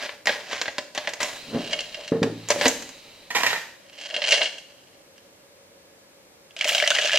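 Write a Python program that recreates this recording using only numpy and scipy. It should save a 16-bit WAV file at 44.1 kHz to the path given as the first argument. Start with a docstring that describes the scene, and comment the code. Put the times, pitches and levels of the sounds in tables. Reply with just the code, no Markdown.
"""Clicks and scrapes of a plastic cup, a bottle thumping down, a lid clattering, a paper cup creaking, then beer.
Hard contacts are short bursts of tiny impulses that make a wall ring; scrapes and rubs are longer, uneven trains.
The table top booms under each blow, and an uneven slide hisses over it.
Beer is made of spatter, splashes, bubbles that ring as they rise, gurgles and fizz.
A small room answers, over steady air noise and a low hum."""
import sys
import numpy as np
from scipy import signal
from scipy.fft import rfft, irfft
from scipy.io import wavfile
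from scipy.ndimage import uniform_filter1d, minimum_filter1d

SR = 44100
rng = np.random.default_rng(int(sys.argv[2]) if len(sys.argv) > 2 else 0)


def store_pcm(level_fs):
    """Save levels as 16-bit WAV."""
    pcm = np.round(np.clip(level_fs, -1, 1) * 32767).astype(np.int16)
    wavfile.write(sys.argv[1], SR, np.atleast_2d(pcm).T)


N = 316638
T = np.arange(N) / SR  # time in seconds


def plastic_cup():
    """A thin plastic wall rings when it clicks on fingers or table, and grates as it is pushed along."""
    # clicks against fingers and table [t/s, level/dB, treble/dB]
    click_rows = [(0.0919, -33.5, -21), (0.1325, -50, -22), (0.2571, -31.5, 5), (0.271, -20, -2),
                  (0.2925, -21, -25), (0.5308, -29, -4), (0.615, -24.5, -3.5), (0.6574, -31.5, -16),
                  (0.6804, -27.5, -11), (0.7822, -25, -1), (0.9495, -35.5, 5.5), (0.977, -25, -6.5),
                  (1.0735, -24.5, -6.5), (1.0912, -34.5, 4), (1.1355, -33, 4.5), (1.2041, -28.5, -1),
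                  (1.2154, -30, 0), (1.2297, -25.5, 6.5), (2.2296, -24.5, 1), (2.4871, -30.5, 11),
                  (2.5036, -17.5, 6.5), (2.5135, -24.5, -3), (2.6121, -22.5, -6), (2.6551, -19.5, -9),
                  (2.6632, -18.5, 2.5), (2.6807, -20, 14.5), (2.8232, -39, 9), (2.891, -43, 14)]
    # pushes along the table [peak t/s, rise/s, fall/s, level/dB, hiss/dB]
    scrape_rows = [(0.04, 0.099, 0.11, -29.5, -47), (0.279, 0.005, 0.15, -23, -41),
                   (0.53, 0.092, 0.21, -29.5, -58), (0.958, 0.009, 0.35, -34.5, -47),
                   (1.21, 0.01, 0.18, -27, -31.5), (2.507, 0.017, 0.041, -20, -26),
                   (2.66, 0.12, 0.068, -20.5, -27)]
    # single tones that stand out after a square landing [t/s, peak/dB, f/Hz]
    tone_rows = [(0.272, -19.5, 790), (0.272, -13.5, 1888), (2.505, -22, 580), (2.561, -18.5, 560),
                 (2.613, -21.5, 544), (2.657, -13.5, 475), (2.66, -14, 261)]
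    # dull sound of the wall [f/Hz, level/dB]
    wall_colour = [(35, -64), (60, -23.5), (168, -22), (262, -14), (330, -13), (515, -8.5), (579, 0),
                   (636, -4), (980, -7), (1310, -11.5), (1910, -3.5), (4970, -10.5), (7060, -13.5),
                   (9570, -30), (13300, -34), (16000, -51)]
    # ringing tones of the wall [f/Hz, level/dB, time to fall 60 dB/s]
    wall_modes = [(595, 9, 0.09), (790, -16, 0.019), (970, 1, 0.025), (1660, 15.5, 0.03), (1950, 7, 0.025),
                  (2704, -6, 0.1)]

    grit = grains(1800, spread_db=0.96) * surge(70, depth_db=1.5)
    grit = steady(body(grit, wall_colour, wall_modes, ring_db=-11.5, detune=0.0035))
    scrape = undb(-0.5) * grit * strokes(scrape_rows)
    hiss = undb(-1) * treble(grit, hz=6700) * strokes(scrape_rows, axis=4)

    tones = np.zeros(N)
    tone_t60_s = 0.07
    for s, db, hz in tone_rows:
        add(tones, s, ring([(hz, db, tone_t60_s)], size=12000))

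    clicks = blows(click_rows, wall_colour, wall_modes, ring_db=-8.0, snap=0.3, detune=0.013,
                   gain_db=0, chatter_s=0.0075, bass_db=1.0)
    return scrape + hiss + tones + clicks


def table():
    """A heavy contact bends the top once, rattles and leaves it ringing; sliding hisses and groans."""
    # blows on the table [t/s, peak of the push/dB, pitch of the push/Hz, rattle over push/dB]
    thump_rows = [(1.549, -21.5, 270, -8), (1.562, -24, 270, -18), (2.1211, -9.5, 313, -1),
                  (2.1521, -19.5, 292, 1), (2.2205, -12, 269, -0.5), (2.231, -18.5, 325, 8),
                  (2.656, -31, 410, 1)]
    # ringing tones of the table top [f/Hz, level/dB, time to fall 60 dB/s]
    top_modes = [(112.3, -8, 0.98), (168.5, -5.5, 0.39), (248, -3, 0.099), (356, -30, 0.21),
                 (451, -1, 0.17), (560, 6.5, 0.081)]
    # the bottle base rumbles over the table [peak t/s, rise/s, fall/s, level/dB]
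    drag_rows = [(1.562, 0.068, 0.1, -21.5), (2.56, 0.071, 0.3, -34)]
    # something smooth slides over the table top [t/s, level/dB]
    slide_rows = [(1.2, -47), (1.67, -44.5), (2.09, -52.5), (2.28, -55.5), (2.7, -42.5), (2.89, -51),
                  (3.11, -52.5), (3.3, -56.5)]
    # the bottle groans as it judders [peak t/s, rise/s, fall/s, level/dB]
    judder_rows = [(2.325, 0.036, 0.065, -33)]
    judder_hz = 295

    push, rattle = np.zeros(N), np.zeros(N)
    t = np.arange(-256, 256) / SR
    rattle_fade = np.exp(-T[:8192] / 0.032)
    for s, db, hz, rattle_db in thump_rows:
        u = (np.pi * hz * t) ** 2
        bend = (1 - 2 * u) * np.exp(-u)  # one hump with a dip on either side
        add(push, s + t[0], undb(db) * bend)
        chatter = unit(grains(3000, spread_db=1.2, size=8192) * rattle_fade)
        add(rattle, s, undb(db + rattle_db) * chatter)
    rattle += undb(-20) * steady(grains(1500, spread_db=1.5)) * strokes(drag_rows)

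    boom = undb(-43.0) * through(push, ring(top_modes, size=30000))
    knock_colour = colour([(50, -51), (130, -7.5), (280, 0.0), (540, -7.0), (750, -16), (1200, -23),
                           (1700, -24.0), (3000, -42), (9000, -72)])
    knock = undb(17.5) * through(rattle, unit(knock_colour))

    slide_colour = colour([(600, -4), (1500, -9.5), (2500, -0.5), (3100, -0.5), (3450, -6), (3900, 4),
                           (4400, -2.5), (5500, -9.5), (12000, -24)])
    slide = undb(2.5) * steady(through(grains(6000, spread_db=0.89), slide_colour)) * swell(slide_rows)

    wavering_hz = judder_hz * surge(40, depth_db=0.8)
    groan = np.sin(2 * np.pi * np.cumsum(wavering_hz) / SR) * strokes(judder_rows)
    return push + boom + knock + slide + groan


def lid(dulling_db_per_s=25):
    """Each landing of the lid is softer-edged than the last and is followed by an uneven skitter of its rim."""
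    # landings as the lid rattles to rest [t/s, level/dB]
    tap_rows = [(3.304, -29), (3.3494, -20), (3.3647, -21.5), (3.4047, -28), (3.4335, -19), (3.4639, -18.5),
                (3.5022, -25), (3.5301, -24), (3.5635, -33.5)]
    # dull sound of the lid [f/Hz, level/dB]
    lid_colour = [(35, -37), (110, -15.5), (300, -16), (600, -7.5), (980, -4), (1300, -8.5), (1850, 1),
                  (2700, -6), (4200, -9), (7500, -13), (9500, -28), (12500, -21), (16000, -37)]
    # ringing tones of the lid [f/Hz, level/dB, time to fall 60 dB/s]
    lid_modes = [(1010, -8, 0.065), (1837, 2, .06), (2376, -3, .05)]

    first_s = tap_rows[0][0]
    rows = [(s, db, -0.5 - dulling_db_per_s * (s - first_s)) for s, db in tap_rows]
    taps = blows(rows, lid_colour, lid_modes, ring_db=-9.5, snap=0.18, detune=0.012,
                 gain_db=-2.0, chatter_s=0.015, bass_db=2.0)
    skitter = blows(rows, lid_colour, lid_modes, ring_db=-9.0, snap=0, detune=0.02,
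                    gain_db=-4.5, chatter_s=0.029, bass_db=-7.0)
    return taps + surge(110, depth_db=4) * skitter


def paper_cup():
    """Fingers stick and slip on the paper wall, which rings together with the air inside."""
    # the wall snaps free of the fingers [t/s, level/dB, treble/dB]
    creak_rows = [(1.7309, -23, -7), (1.7889, -28, -3), (1.8048, -31, 3), (1.9441, -32.5, 0.5),
                  (2.0785, -35.5, 4), (4.0125, -39, 6.5), (4.1076, -35.5, -19), (4.1425, -28, -19),
                  (4.1639, -27, -7), (4.2188, -25, -12), (4.2401, -23.5, -8), (4.289, -26, 9.5),
                  (4.308, -23, 7), (4.3205, -17, 1.5), (4.3255, -14.5, -3.5), (4.3404, -20, 1),
                  (4.4153, -20, -28), (4.4577, -26.5, -8), (4.4702, -33, -20), (4.5821, -40, 8.5),
                  (5.1797, -52.5, 5)]
    # fingers rub the cup; the slow one is the hand settling [peak t/s, rise/s, fall/s, wall/dB, air/dB]
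    rub_rows = [(1.61, 0.094, 0.34, -33.5, -39), (1.73, 0.036, 0.1, -31.5, -24.5),
                (2.05, 0.5, 0.14, -40.5, -41), (4.03, 0.22, 0.83, -40.5, -61),
                (4.165, 0.098, 0.12, -29, -30), (4.32, 0.21, 0.14, -23.5, -46),
                (4.42, 0.092, 0.078, -21, -25)]
    # dull sound of the paper [f/Hz, level/dB]
    paper_colour = [(300, -29.5), (450, -16), (600, -4.5), (800, -12), (1300, -21), (1650, -5.5),
                    (2300, -9), (2850, -4), (3250, -1), (3560, -16), (4100, -7.5), (7000, -16),
                    (12000, -33), (16000, -49)]
    # ringing tones of the paper [f/Hz, level/dB, time to fall 60 dB/s]
    paper_modes = [(600, -2, 0.06), (2200, 2, 0.025), (2814, 13, 0.026), (3110, -4, 0.072),
                   (4100, -6.5, 0.023)]
    # the air inside the cup [f/Hz, level/dB, time to fall 60 dB/s]
    air_modes = [(600, 0, 0.063)]

    slips = grains(1100, spread_db=3.3) * surge(55, depth_db=4)
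    wall = undb(-0.5) * steady(body(slips, paper_colour, paper_modes, ring_db=-8.5, detune=0.003))
    puffs = grains(2500, spread_db=3.6) * surge(35, depth_db=5)
    air = undb(-3.0) * steady(through(puffs, ring(air_modes, size=4096)))
    rub = wall * strokes(rub_rows) + air * strokes(rub_rows, axis=4)

    creaks = blows(creak_rows, paper_colour, paper_modes, ring_db=2.0, snap=0.16, detune=0.011,
                   gain_db=-0.5, chatter_s=0.0075, bass_db=-3)
    # the paper sounds neither in the deep bass nor at the very top
    soft = signal.butter(2, [180, 9000], "band", fs=SR, output="sos")
    return signal.sosfilt(soft, rub + creaks)


def pour(count=170):
    """The stream spatters in the cup, traps bubbles, pumps the air column and fizzes."""
    # the stream swells and then runs on [t/s, level/dB]
    flow_rows = [(6.57, -47), (6.665, -25.5), (6.72, -22.5), (6.85, -26), (7.1, -24.5), (7.18, -19.5)]
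    # the stream breaks on the cup [t/s, level/dB]
    splash_rows = [(6.508, -48), (6.565, -32), (6.59, -32), (6.6111, -24), (6.644, -20.5), (6.6764, -22),
                   (6.693, -19), (6.748, -15.5), (6.7809, -18.5), (6.8238, -23), (6.875, -14.5),
                   (6.9042, -14), (7.0195, -22), (7.0539, -22.5), (7.157, -16), (7.1731, -14.5)]
    # large bubbles [t/s, level/dB, f/Hz]
    bubble_rows = [(6.61, -13, 2260), (6.8003, -11.5, 2250), (6.824, -13.5, 1680), (6.9163, -12.5, 1480),
                   (6.986, -10.5, 1890), (7.0948, -15, 1670)]
    # slugs of beer pump the air in the cup [t/s, level/dB, f/Hz]
    gulp_rows = [(6.654, -19, 595), (6.746, -32, 677), (6.826, -16, 603), (6.988, -20.5, 600),
                 (7.047, -20, 587), (7.143, -16.5, 595)]
    # the first beer foams up on the dry bottom [peak t/s, rise/s, fall/s, level/dB]
    foam_rows = [(6.685, 0.04, 0.11, -31)]
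    # dull sound of the wet cup [f/Hz, level/dB]
    beer_colour = [(120, -37), (200, -34), (353, -29.5), (509, -15), (590, 6), (777, -7.5), (1100, -14.5),
                   (1680, -7), (2090, -2), (3130, 7), (3620, -2.5), (6760, -7.5), (10300, -24),
                   (14600, -32), (16000, -54)]
    # ringing tones of the wet cup [f/Hz, level/dB, time to fall 60 dB/s]
    wet_modes = [(603, -1.5, 0.043), (1693, 13, 0.048), (2300, -7, .03), (2805, 12.5, 0.035),
                 (3100, 0, 0.032), (6500, -9, .012)]

    drops = grains(1700, spread_db=4.3) * surge(70, depth_db=3.8)
    spatter = steady(body(drops, beer_colour, wet_modes, ring_db=-7, detune=0.0026))

    start = flow_rows[0][0]
    length = T[-1] - start
    small, large = np.zeros(N), np.zeros(N)
    for when, pitch, strength in rng.random((count, 3)):
        gain = undb(14 * strength - 9 * pitch)  # higher bubbles are weaker
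        add(small, start + when * length, gain * bubble(1750 * 3.2 ** pitch, cycles=4.2, rise=0.023))
    small = unit(small) * np.sqrt(SR * length)  # rms 1 while the beer runs
    for s, db, hz in bubble_rows:
        add(large, s, undb(db + 2.0) * bubble(hz, cycles=5.6, rise=0.0071))
    for s, db, hz in gulp_rows:
        add(large, s, undb(db - 0.5) * bubble(hz, cycles=6.7, rise=0.0075))

    fizz_colour = colour([(5000, 1), (7500, 0.5), (9500, -10), (13000, -9.5), (16000, -14)])
    fizz = treble(through(grains(3300, spread_db=8.3), fizz_colour), hz=5500)
    water = spatter + undb(-6.5) * small * surge(35, depth_db=3) + undb(-15.5) * gurgle(start, length)
    stream = (water + undb(-28) * fizz) * swell(flow_rows) + fizz * strokes(foam_rows)

    # every large bubble is born in a splash of its own
    rows = [(s, db, 0) for s, db in splash_rows] + [(s, db - 11.5, -4) for s, db, hz in bubble_rows]
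    splashes = blows(rows, beer_colour, wet_modes, ring_db=-17, snap=0.16, detune=0.032,
                     gain_db=-5.0, chatter_s=0.0052, bass_db=-1.5)
    # so small a cup radiates little bass, well below its air resonance
    small_cup = signal.butter(3, 85, "high", fs=SR, output="sos")
    return signal.sosfilt(small_cup, stream + large + splashes)


def gurgle(start, length, count=40):
    """Small slugs set the air in the cup ringing at ever-changing pitches."""
    centre_hz, spread_octaves = 630, 0.23  # spread to either side
    out = np.zeros(N)
    for when, pitch, strength in rng.random((count, 3)):
        hz = centre_hz * 2 ** (spread_octaves * (2 * pitch - 1))
        add(out, start + when * length, undb(8 * strength) * bubble(hz, cycles=3.7, rise=0.0064))
    return unit(out) * np.sqrt(SR * length)


def bubble(hz, cycles, rise):
    """A bubble rings for some cycles, its pitch rising as it nears the surface."""
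    turn = np.arange(int(6 * cycles * SR / hz)) * hz / SR  # cycles passed at the starting pitch
    fade = np.exp(-turn / cycles) * (1 - np.exp(-2 * turn))
    return fade * np.sin(2 * np.pi * turn * (1 + rise * turn / cycles))


def blows(rows, spectrum, modes, ring_db, snap, detune, gain_db, chatter_s, bass_db, patchy_db=1.5, size=6000):
    """Each blow is a snap and a dying chatter of small contacts; its treble sets how hard it sounds."""
    out, t = np.zeros(N), np.arange(size) / SR
    for s, db, treble_db in rows:
        force = unit(grains(9000, spread_db=3.13, size=size) * np.exp(-t / chatter_s))
        force[0] += snap
        tilt = [(900, bass_db), (1400, 0.0016), (4000, 0.0036), (6500, treble_db), (13000, 1.1 * treble_db)]
        # each spot has its own colour
        patchy = [(hz, gain + patchy_db * rng.standard_normal()) for hz, gain in tilt]
        force = through(force, colour(patchy))
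        hit = unit(body(force, spectrum, modes, ring_db, detune))
        add(out, s, undb(db + gain_db) * hit * np.sqrt(SR / 50))  # level as if spread over 20 ms
    return out


def body(x, spectrum, modes, ring_db, detune):
    """A thin wall: a broad dead response plus its ringing modes."""
    dead = through(x, unit(colour(spectrum)))
    ringing = through(x, unit(ring(modes, 4096, detune)))
    return dead + undb(ring_db) * ringing


def ring(modes, size, detune=0):
    """Tones that die away, each shifted in pitch by a small random share when detune is set."""
    t = np.arange(size) / SR
    out = np.zeros(size)
    for hz, db, t60 in modes:
        shifted_hz = hz * (1 + detune * rng.standard_normal())
        out += undb(db - 60 * t / t60) * np.cos(2 * np.pi * shifted_hz * t)
    return out


def grains(rate, spread_db, size=N):
    """Tiny impulses at random moments, about rate of them a second, of uneven size and random sign."""
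    sizes = undb(spread_db * np.minimum(rng.exponential(size=size), 4))
    return (rng.random(size) < rate / SR) * sizes * rng.choice([-1, 1], size)


def surge(rate, depth_db):
    """Uneven gain, as of a contact that grips and lets go: random steps, rate a second, smoothed."""
    step = int(SR / rate)
    steps = np.repeat(rng.standard_normal(N // step + 1), step)[:N]
    return undb(depth_db * uniform_filter1d(steps, step // 2))


def strokes(rows, axis=3):
    """Gain of strokes that swell to a peak and die away, by 20 dB per rise or fall time; axis picks the level."""
    power = np.zeros(N)
    for row in rows:
        peak_s, rise_s, fall_s = row[:3]
        db = row[axis] - 20 * np.maximum((peak_s - T) / rise_s, (T - peak_s) / fall_s)
        power += undb(np.maximum(db, -150)) ** 2
    return np.sqrt(power)


def swell(rows):
    """Gain over time from a dB column; silent outside its rows but for 10 ms fades."""
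    s, db = np.transpose(rows)
    gate = np.interp(T, [s[0] - 0.01, s[0], s[-1], s[-1] + 0.01], [0, 1, 1, 0])
    # with the last row at the end of the sound, the fade out may fall beyond it
    return undb(np.interp(T, s, db)) * gate


def nearby(size=2048):
    """Dense first reflections from table and hands: noise that dies away fast."""
    return unit(rng.standard_normal(size) * np.exp(-T[:size] / 0.007))


def spot():
    """How far the sound favours one port: a random balance that changes about 99 times a second."""
    return np.log(surge(99, depth_db=9.0))


def place(x, lag, pan_db):
    """The left port hears a source lag samples later than the right, and pan_db louder."""
    late = np.exp(-1j * np.pi * lag * np.fft.rfftfreq(N))  # half the lag on each side
    left = undb(pan_db / 2) * irfft(rfft(x) * late, N)
    right = undb(-pan_db / 2) * irfft(rfft(x) / late, N)
    return np.array([left, right])


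def echo(size=32768):
    """Diffuse room response: noise in bands, each dying at its own rate."""
    # bands of the room [f/Hz, echo level/dB, time to fall 60 dB/s]
    room_bands = [(119, -16.5, 1), (296, -6.5, 0.55), (698, -8, 0.43), (1830, -10, 0.54), (4470, -12, 0.63),
                  (10400, -6.5, 0.56)]
    t, hz = np.arange(size) / SR, np.fft.rfftfreq(size, 1 / SR)
    noise, out = rfft(rng.standard_normal(size)), np.zeros(size)
    for centre, db, t60 in room_bands:
        share = read([(row[0], row[0] == centre) for row in room_bands], hz)  # 1 here, 0 at the next bands
        fade = np.exp(-np.log(1000) * t / t60) * (1 - np.exp(-t / 0.0009))
        out += undb(db) * irfft(noise * share) * unit(fade)
    return out


def room_tone():
    """Steady air noise with a few humming resonances, all made by shaping the spectrum of noise."""
    # colour of the air noise [f/Hz, level/dB]
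    air_colour = [(15, -55.5), (25, -26), (185, -9.5), (223, -11.5), (317, -6.5), (416, -11), (451, -4.5),
                  (545, -12), (641, -12.5), (1440, -19), (1890, -18.5), (2220, -17), (2840, -21.5),
                  (14400, -30), (16000, -54)]
    # narrow bands of hum [f/Hz, width/Hz, level/dB]
    hum_rows = [(89.5, 24, -77.5), (193, 11.53, -76), (556, 62, -60), (1680, 50, -75)]
    hz = np.fft.rfftfreq(N, 1 / SR)
    air = irfft(rfft(rng.standard_normal(N)) * undb(read(air_colour, hz)), N)
    out = undb(-57) * steady(air)
    for centre, width, db in hum_rows:
        peak = 1 + (2 * (hz - centre) / width) ** 2
        out += undb(db) * steady(irfft(rfft(rng.standard_normal(N)) / peak, N))
    return out


def undb(db):
    """Decibels to gain."""
    return 10 ** (np.asarray(db) / 20)


def unit(x):
    """Scale to an energy of 1."""
    return x / np.sqrt(np.sum(x ** 2) + 1e-18)


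def steady(x):
    """Scale to an rms of 1."""
    return unit(x) * np.sqrt(len(x))


def treble(x, hz):
    """Keep what lies above a frequency, at rms 1."""
    return steady(signal.sosfilt(signal.butter(4, hz, "high", fs=SR, output="sos"), x))


def read(points, hz):
    """A spectrum's value at any frequency, between points on a log scale."""
    f, value = np.transpose(points)
    return np.interp(np.log(hz + 1), np.log(f), value)


def colour(points, size=2048):
    """Impulse response with a given spectrum that starts at once, found by way of its cepstrum."""
    cepstrum = irfft(np.log(undb(read(points, np.fft.rfftfreq(size, 1 / SR)))))
    cepstrum[1:size // 2] *= 2  # fold the half before time zero onto the half after it
    cepstrum[size // 2 + 1:] = 0
    return irfft(np.exp(rfft(cepstrum)))


def through(x, response):
    """Pass a sound through an impulse response."""
    return signal.fftconvolve(x, response)[:len(x)]


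def add(track, s, sound):
    """Mix a sound in at a time in seconds."""
    i = max(int(s * SR), 0)
    track[i:i + len(sound)] += sound[:max(N - i, 0)]


def scene():
    """Two close ports hear nearly the same bass; shifting contacts, reflections and room set their treble apart."""
    # difference between the ports over what they share [f/Hz, level/dB]
    width_colour = [(30, -15.5), (120, -13.5), (500, -13.5), (1000, -4.5), (2200, -6), (4200, 0.5),
                    (8000, 1), (16000, -8.5)]
    close = plastic_cup() + table() + paper_cup() + pour()
    aside = lid()  # dropped to one side
    direct = place(close, lag=1.0, pan_db=-0.3) + place(aside, lag=3.8, pan_db=-4.0)
    send = close + undb(5.0) * aside  # the lid lies further off, so more of it is room

    reflections = sum(through(close * spot(), nearby()) for _ in range(2))
    early = undb(-15.0) * reflections + undb(-13.5) * close * spot()
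    mid = through(send, echo()) + room_tone()
    apart = early + undb(-2.5) * through(send, echo()) + undb(5.0) * room_tone()
    side = through(apart, colour(width_colour))
    return direct + np.array([mid + side, mid - side])


def record(dry):
    """A quick limiter holds peaks under full scale, then the top is cut."""
    top_hz = 15800
    room_left = np.minimum(1, 0.93 / (np.abs(dry).max(axis=0) + 1e-9))
    gain = uniform_filter1d(minimum_filter1d(room_left, size=129), size=129)
    top_cut = signal.ellip(8, 0.2, 70, top_hz, fs=SR, output="sos")
    return signal.sosfilt(top_cut, dry * gain)


dry = scene()
out = record(dry)
store_pcm(out)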